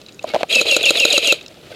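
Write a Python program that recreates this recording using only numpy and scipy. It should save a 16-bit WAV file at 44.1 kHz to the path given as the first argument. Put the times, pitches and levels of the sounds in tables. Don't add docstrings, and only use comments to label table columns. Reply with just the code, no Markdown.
import sys
import numpy as np
from scipy import signal
from scipy.fft import rfft, irfft
from scipy.io import wavfile
from scipy.ndimage import uniform_filter1d

SR = 44100
rng = np.random.default_rng(int(sys.argv[2]) if len(sys.argv) > 2 else 0)


def to_linear_factor(level_db):
    exponent = np.asarray(level_db, float) / 20
    return 10 ** exponent


def bounce(signal):
    frames = np.transpose(np.atleast_2d(signal))
    limited = np.clip(frames, -1, 1)
    pcm = np.round(limited * 32767).astype(np.int16)
    wavfile.write(sys.argv[1], SR, pcm)


N = 77175

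# (nominal f/Hz, t60/s)
MODES = [(330, 0.041), (450, 0.044), (580, 0.04), (1400, 0.017), (2700, 0.016), (3900, 0.013),
         (5000, 0.0033), (6800, 0.0078), (10000, 0.00047)]
# (t/s, level/dB)
SLAMS = [(0.6121, -4), (0.7641, -1), (0.9052, -1), (1.0507, -0.5), (1.1775, -1.5), (1.3229, -1.5)]
# (t/s, level/dB)
CATCHES = [(0.5512, -5.5), (0.5554, -2), (0.7127, -3), (0.8552, -4), (1.0001, -3), (1.1273, -1),
           (1.273, -2)]
BURST = 600
STRIKE = 3.8
UPPER_MODES_HZ = 2000


def curve(t, rows, axis=1):
    rows = np.array(rows, float)
    return np.interp(t, rows[:, 0], rows[:, axis])


def colour(x, points):
    hz = np.maximum(np.arange(N // 2 + 1) * SR / N, 1)
    p = np.array(points, float)
    gain_db = np.interp(np.log(hz), np.log(p[:, 0]), p[:, 1])
    return irfft(rfft(x) * to_linear_factor(gain_db), N)


def unit(x):
    return x / np.sqrt(np.mean(x ** 2))


def band(x, hz, width):
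    b, a = signal.iirpeak(min(hz, SR * 0.45), hz / width, fs=SR)
    return signal.lfilter(b, a, signal.lfilter(b, a, x))


def walk(rate):
    k = int(SR / rate)
    return unit(uniform_filter1d(uniform_filter1d(rng.standard_normal(N), k), k))


def decay(s):
    return np.exp(-np.arange(BURST) / (s * SR))


def contacts(shape, fall_s):
    bursts = rng.standard_normal((*shape, BURST)) * decay(fall_s)
    bursts[..., 0] += STRIKE
    return bursts


def ring(hz, t60, rise, size=3000):
    t = np.arange(size) / SR
    fall = np.exp(-np.log(1000) * t / t60)
    return np.sin(2 * np.pi * hz * t) * fall * (1 - np.exp(-t / rise))


def add(out, x, s):
    i = int(s * SR)
    out[i:i + len(x)] += x[:N - i]


def blows(events, drive, rattle_s):
    out = np.zeros(N)
    shape = (len(events), len(drive))
    rattle = contacts(shape, rattle_s)
    tune = 1 + 0.02 * rng.standard_normal(shape)
    for (s, db), bursts, shifts in zip(events, rattle, tune):
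        for (hz, t60), (mode_db, lag), burst, shift in zip(MODES, drive, bursts, shifts):
            x = ring(hz * shift, t60, 0.00015)
            if hz > UPPER_MODES_HZ:
                x = signal.fftconvolve(x, burst)
            add(out, to_linear_factor(db + mode_db) * x / np.abs(x).max(), s + abs(lag))
    return out


def field():
    # (f/Hz, level/dB)
    floor_colour = [(15, -58), (25, -19), (107, -2), (289, -2), (389, -1.5), (495, -4), (703, -19),
                    (1530, -16), (2170, -22), (3170, -19), (3630, -15), (4150, -19.5), (15500, -32.5)]
    # (f/Hz, level/dB)
    wide_colour = [(30, -23), (120, -32), (400, -25), (1000, -44), (3000, -22.5), (12000, -3.5)]
    parts = []
    for _ in range(2):
        noise = unit(colour(rng.standard_normal(N), floor_colour))
        parts.append(noise * to_linear_factor(-47.5 + 1.25 * walk(12.4)))
    mid, side = parts
    return mid, colour(side, wide_colour)


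def rustle(t):
    # (t/s, level/dB)
    swells = [(0, -48), (.1, -45.5), (.18, -58.5), (.25, -36.5), (.3, -33), (.36, -29), (.42, -33.5),
              (.47, -44), (.6, -33), (1.36, -40), (1.44, -46.5), (1.55, -47), (1.69, -44.5), (1.72, -38.5),
              (1.75, -36.5)]
    # (f/Hz, level/dB)
    cloth_colour = [(35, -50), (60, -8), (149, -19), (327, -0.5), (627, 4), (1070, -17), (1260, -7.5),
                    (1670, -14.5), (2200, -8.5), (2530, -5), (4300, -9), (5500, -21), (13200, -32.5),
                    (15500, -43)]
    grains = rng.standard_normal(N) * to_linear_factor(3.3 * walk(80) + 2.0 * walk(1300))
    return unit(colour(grains, cloth_colour)) * to_linear_factor(curve(t, swells))


def ticks():
    # (t/s, level/dB, f/Hz of the casing region struck)
    clicks = [(0.0154, -31.5, 4300), (.063, -31, 3800), (0.0854, -30, 3540), (0.091, -30.5, 3350),
              (0.123, -37.5, 4400), (0.13, -42, 6500), (0.1444, -38.5, 6500), (0.1927, -23.5, 3000),
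              (0.227, -31, 6000), (.239, -30.5, 7400), (.2902, -23.5, 4170), (0.316, -28, 3050),
              (0.337, -34, 4000), (0.486, -34, 6400), (1.398, -52, 3940), (1.4053, -44, 2800),
              (1.411, -29.5, 3900), (1.412, -28, 3340), (1.428, -36, 5540), (1.4619, -24.5, 3730),
              (1.4808, -28.5, 5400), (1.5423, -39, 4020), (1.6132, -40, 3680)]
    fall_db = 16.5
    out = np.zeros(N)
    for s, db, centre in clicks:
        drive = [(-fall_db * abs(np.log2(hz / centre)), 0) for hz, _ in MODES]
        out += blows([(s, db)], drive, 0.002)
    return out


def rings():
    # (t/s, level/dB, f/Hz, t60/s, rise/s)
    thin_tones = [(.3, -22, 2200, 0.072, .006), (.556, -29.5, 220, 0.29, 0.0079),
                  (1.722, -27.5, 1520, 0.035, 0.0031), (1.72, -40, 2100, 0.09, .006)]
    out = np.zeros(N)
    for s, db, hz, t60, rise in thin_tones:
        add(out, to_linear_factor(db) * ring(hz, t60, rise, size=7000), s)
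    return out


def knocks():
    # (t/s, tone level/dB, f/Hz, t60/s, crack level against the tone/dB)
    hits = [(0.2424, -9.5, 641, 0.018, -12.5), (.337, -9.5, 596, 0.033, -0.5),
            (.3455, -6, 630, 0.0088, 1.5), (.352, -7, 802, 0.016, -2), (.361, -3.5, 642, 0.018, -6),
            (0.408, -13.5, 693, 0.017, -9), (0.4317, -5.5, 606, 0.0102, 5.5), (.438, -19, 760, 0.022, -44)]
    rise_s, crack_s, crack_hz = 0.0019, 0.0016, 2400
    low_pass = signal.butter(2, crack_hz, fs=SR)
    out = np.zeros(N)
    cracks = contacts((len(hits),), crack_s)
    for (s, db, hz, t60, crack_db), crack in zip(hits, cracks):
        x = ring(hz, t60, rise_s)
        x += to_linear_factor(-13.5) * ring(hz * 1.535, t60, rise_s)
        x += to_linear_factor(-15.5) * ring(hz * 0.51, t60, rise_s)
        add(out, to_linear_factor(db) * x / np.abs(x).max(), s)
        add(out, to_linear_factor(db + crack_db) * signal.lfilter(*low_pass, crack), s)
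    return out


def jolts():
    # (t/s, level/dB)
    starts = [(.4975, -15.5), (.506, -16), (.5135, -11.5), (.6649, -6.5), (.672, -10), (.8086, -5.5),
              (.9535, -5.5), (1.081, -10), (1.2275, -5.5)]
    # (level/dB, lag/s)
    drive = [(-56, 0), (-13.5, 0.0034), (-40, 0.011), (-39, 0.019), (-8, 0.0011), (-8, 0), (-44, 0.02),
             (-43, 0), (-44, 0.0082)]
    return blows(starts, drive, 0.002)


def takeups():
    # (t/s, level/dB)
    meets = [(.5257, -3.5), (.6844, -6), (.829, -2), (.9717, -3), (1.1028, -3.5), (1.2444, -7)]
    # (level/dB, lag/s)
    drive = [(-52, 0.0066), (-18, 0.0082), (-26, 0.013), (-27, 0.0059), (-10, 0.0086), (-7.5, 0), (-20, 0),
             (-17, 0), (-17, 0.0021)]
    return blows(meets, drive, 0.002)


def catches():
    # (level/dB, lag/s)
    drive = [(-22, .003), (-23, 0.0077), (-14, 0.011), (-27.5, .002), (-22, 0), (-7, .004), (-7, 0.00069),
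             (-6.5, 0), (-12.5, 0.0021)]
    return blows(CATCHES, drive, 0.0013)


def casing(grind, treble):
    # (f/Hz, width/Hz, level/dB)
    resonances = [(460, 440, -23.5), (1280, 650, -26.5), (2582, 437, -2.5), (3170, 380, -7.5),
                  (3915, 780, -4), (4700, 860, -13.5), (6720, 720, -13), (8200, 1700, -16.5),
                  (10800, 2400, -19.5), (13000, 2000, -26.5)]
    split_hz = 4500
    out = np.zeros(N)
    for hz, width, db in resonances:
        envelope = treble if hz > split_hz else grind
        noise = unit(band(rng.standard_normal(N), hz, width))
        out += envelope * to_linear_factor(db + 2 * walk(120)) * noise
    return out * to_linear_factor(1.07 * walk(730))


def gearbox(t):
    # (trigger t/s, free grind level/dB, loaded grind level/dB, hum level/dB)
    motor = [(0.489, -20, -21.5, -30), (0.653, -22.5, -20.5, -29), (0.795, -30, -18.5, -30.5),
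             (0.938, -22.5, -23, -29), (1.058, -23, -20, -30), (1.212, -21.5, -22.5, -29.5)]
    # (t/s, nominal tooth f/Hz, level/dB)
    whine = [
        [(0.527, 3350, -12), (0.543, 3256, -23), (0.553, 2686, -14.5), (0.561, 2648, -11), (0.579, 2647, -17.5),
         (0.593, 2554, -11.5), (0.6, 2558, -13)],
        [(0.686, 3393, -18), (0.696, 3340, -17), (0.704, 3108, -18.5), (0.712, 2760, -11.5),
         (0.73, 2765, -14.5), (0.75, 2621, -13.5), (0.757, 2564, -19)],
        [(0.834, 3450, -17), (0.844, 3395, -15), (0.854, 2827, -15.5), (0.88, 2710, -13.5),
         (0.892, 2583, -10.5), (0.899, 2627, -11)],
        [(0.975, 3479, -14), (0.983, 3445, -18.5), (0.989, 3347, -23), (0.999, 2753, -12), (1.015, 2804, -16.5),
         (1.039, 2600, -11), (1.044, 2520, -10.5)],
        [(1.104, 3800, -20), (1.109, 3800, -10.5), (1.118, 3486, -24), (1.125, 3154, -15), (1.132, 2885, -29),
         (1.141, 2896, -20), (1.154, 2820, -17.5), (1.163, 2717, -12.5), (1.17, 2623, -12)],
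        [(1.247, 3433, -24), (1.261, 3343, -19.5), (1.273, 2817, -18.5), (1.289, 2808, -17),
         (1.311, 2623, -9.5), (1.318, 2607, -11.5)],
    ]
    # (multiple of tooth pitch, level/dB)
    overtones = [(2, -38), (3, -46.5)]
    tooth_count = 5
    start_hz, spin_up_s, coast_hz_per_s = 442.3, 0.022, 1370
    grind_attack_s, grind_t60_s, treble_t60_s, hum_t60_s = 0.02, 0.22, 0.15, 0.13
    hum_light_db, treble_free_db = -4.5, -4
    tones, grind, treble = np.zeros(N), np.zeros(N), np.zeros(N)
    wobble = 1 + 0.003 * walk(220)
    rough = 1 + 0.12 * walk(550)
    throb = 1 + 0.15 * walk(110)
    shots = zip(motor, whine, SLAMS, CATCHES[1:])
    for (start, free_db, load_db, hum_db), rows, (slam_s, _), (catch_s, _) in shots:
        on, off = rows[0][0], rows[-1][0]
        after = np.clip(t - slam_s, 0, 1)

        drawn = curve(t, rows) / tooth_count
        up = 1 - np.clip((on - t) / spin_up_s, 0, 1) ** 2
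        shaft = start_hz + (drawn - start_hz) * up
        shaft -= coast_hz_per_s * np.clip(t - slam_s, 0, 0.1)
        phase = 2 * np.pi * np.cumsum(shaft * wobble) / SR

        loaded = np.clip((t - on) / 0.001, 0, 1) * np.clip((off - t) / 0.0012 + 1, 0, 1)
        teeth = to_linear_factor(curve(t, rows, axis=2)) * np.sin(tooth_count * phase)
        for multiple, db in overtones:
            teeth += to_linear_factor(db) * np.sin(multiple * tooth_count * phase)

        run = np.clip((t - start) / grind_attack_s, 0, 1)
        load = np.clip((t - catch_s) / 0.0042, 0, 1)
        hum_level = to_linear_factor(hum_db + hum_light_db * (0.5 - load) - 60 * after / hum_t60_s)
        hum = run * hum_level * np.sin(phase)
        tones += np.sqrt(2) * (rough * loaded * teeth + throb * hum)

        rub = run * to_linear_factor(free_db + (load_db - free_db) * load) * (1 + 0.05 * np.sin(phase))
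        grind += rub * to_linear_factor(-60 * after / grind_t60_s)
        treble += rub * to_linear_factor(treble_free_db * (t < on) - 60 * after / treble_t60_s)
    return tones + casing(grind, treble)


def slams():
    # (level/dB, lag/s)
    drive = [(-14.5, 0.00042), (-13.5, 0.00095), (-9, 0.00208), (-13.5, 0.00236), (-14.5, 0.00039),
             (-5.5, .0003), (-14, 0.0004), (-8.5, 0.00032), (-13.5, 0.00056)]
    again = []
    for (hz, _), (db, _) in zip(MODES, drive):
        again.append((db if hz > UPPER_MODES_HZ else -np.inf, 0))
    rebounds = [(s + 0.003, db - 0.5) for s, db in SLAMS]
    return blows(SLAMS, drive, 0.0017) + blows(rebounds, again, 0.0017)


def stereo_smear(near):
    # (f/Hz, level/dB)
    side_colour = [(30, -16), (120, -11), (300, -62), (1000, -22), (2500, -30), (5000, -39), (12000, -24.5)]
    smear = rng.standard_normal(BURST) * decay(0.0013)
    smear /= np.sqrt(np.sum(smear ** 2))
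    return colour(signal.lfilter(smear, 1, near), side_colour)


def scene():
    t = np.arange(N) / SR
    far, wide = field()
    near = ticks() + rings() + knocks()
    near += jolts() + takeups() + catches()
    near += gearbox(t) + slams()
    housing = signal.butter(2, 230, "high", fs=SR)
    near = signal.lfilter(*housing, near) + rustle(t)
    side = stereo_smear(near) + wide
    return np.array([near + far + side, near + far - side])


def top_cut(x):
    return signal.sosfilt(signal.butter(12, 15800, fs=SR, output="sos"), x)


def record(dry):
    mix = np.clip(dry, -1, 1)
    return top_cut(mix)


dry = scene()
out = record(dry)
bounce(out)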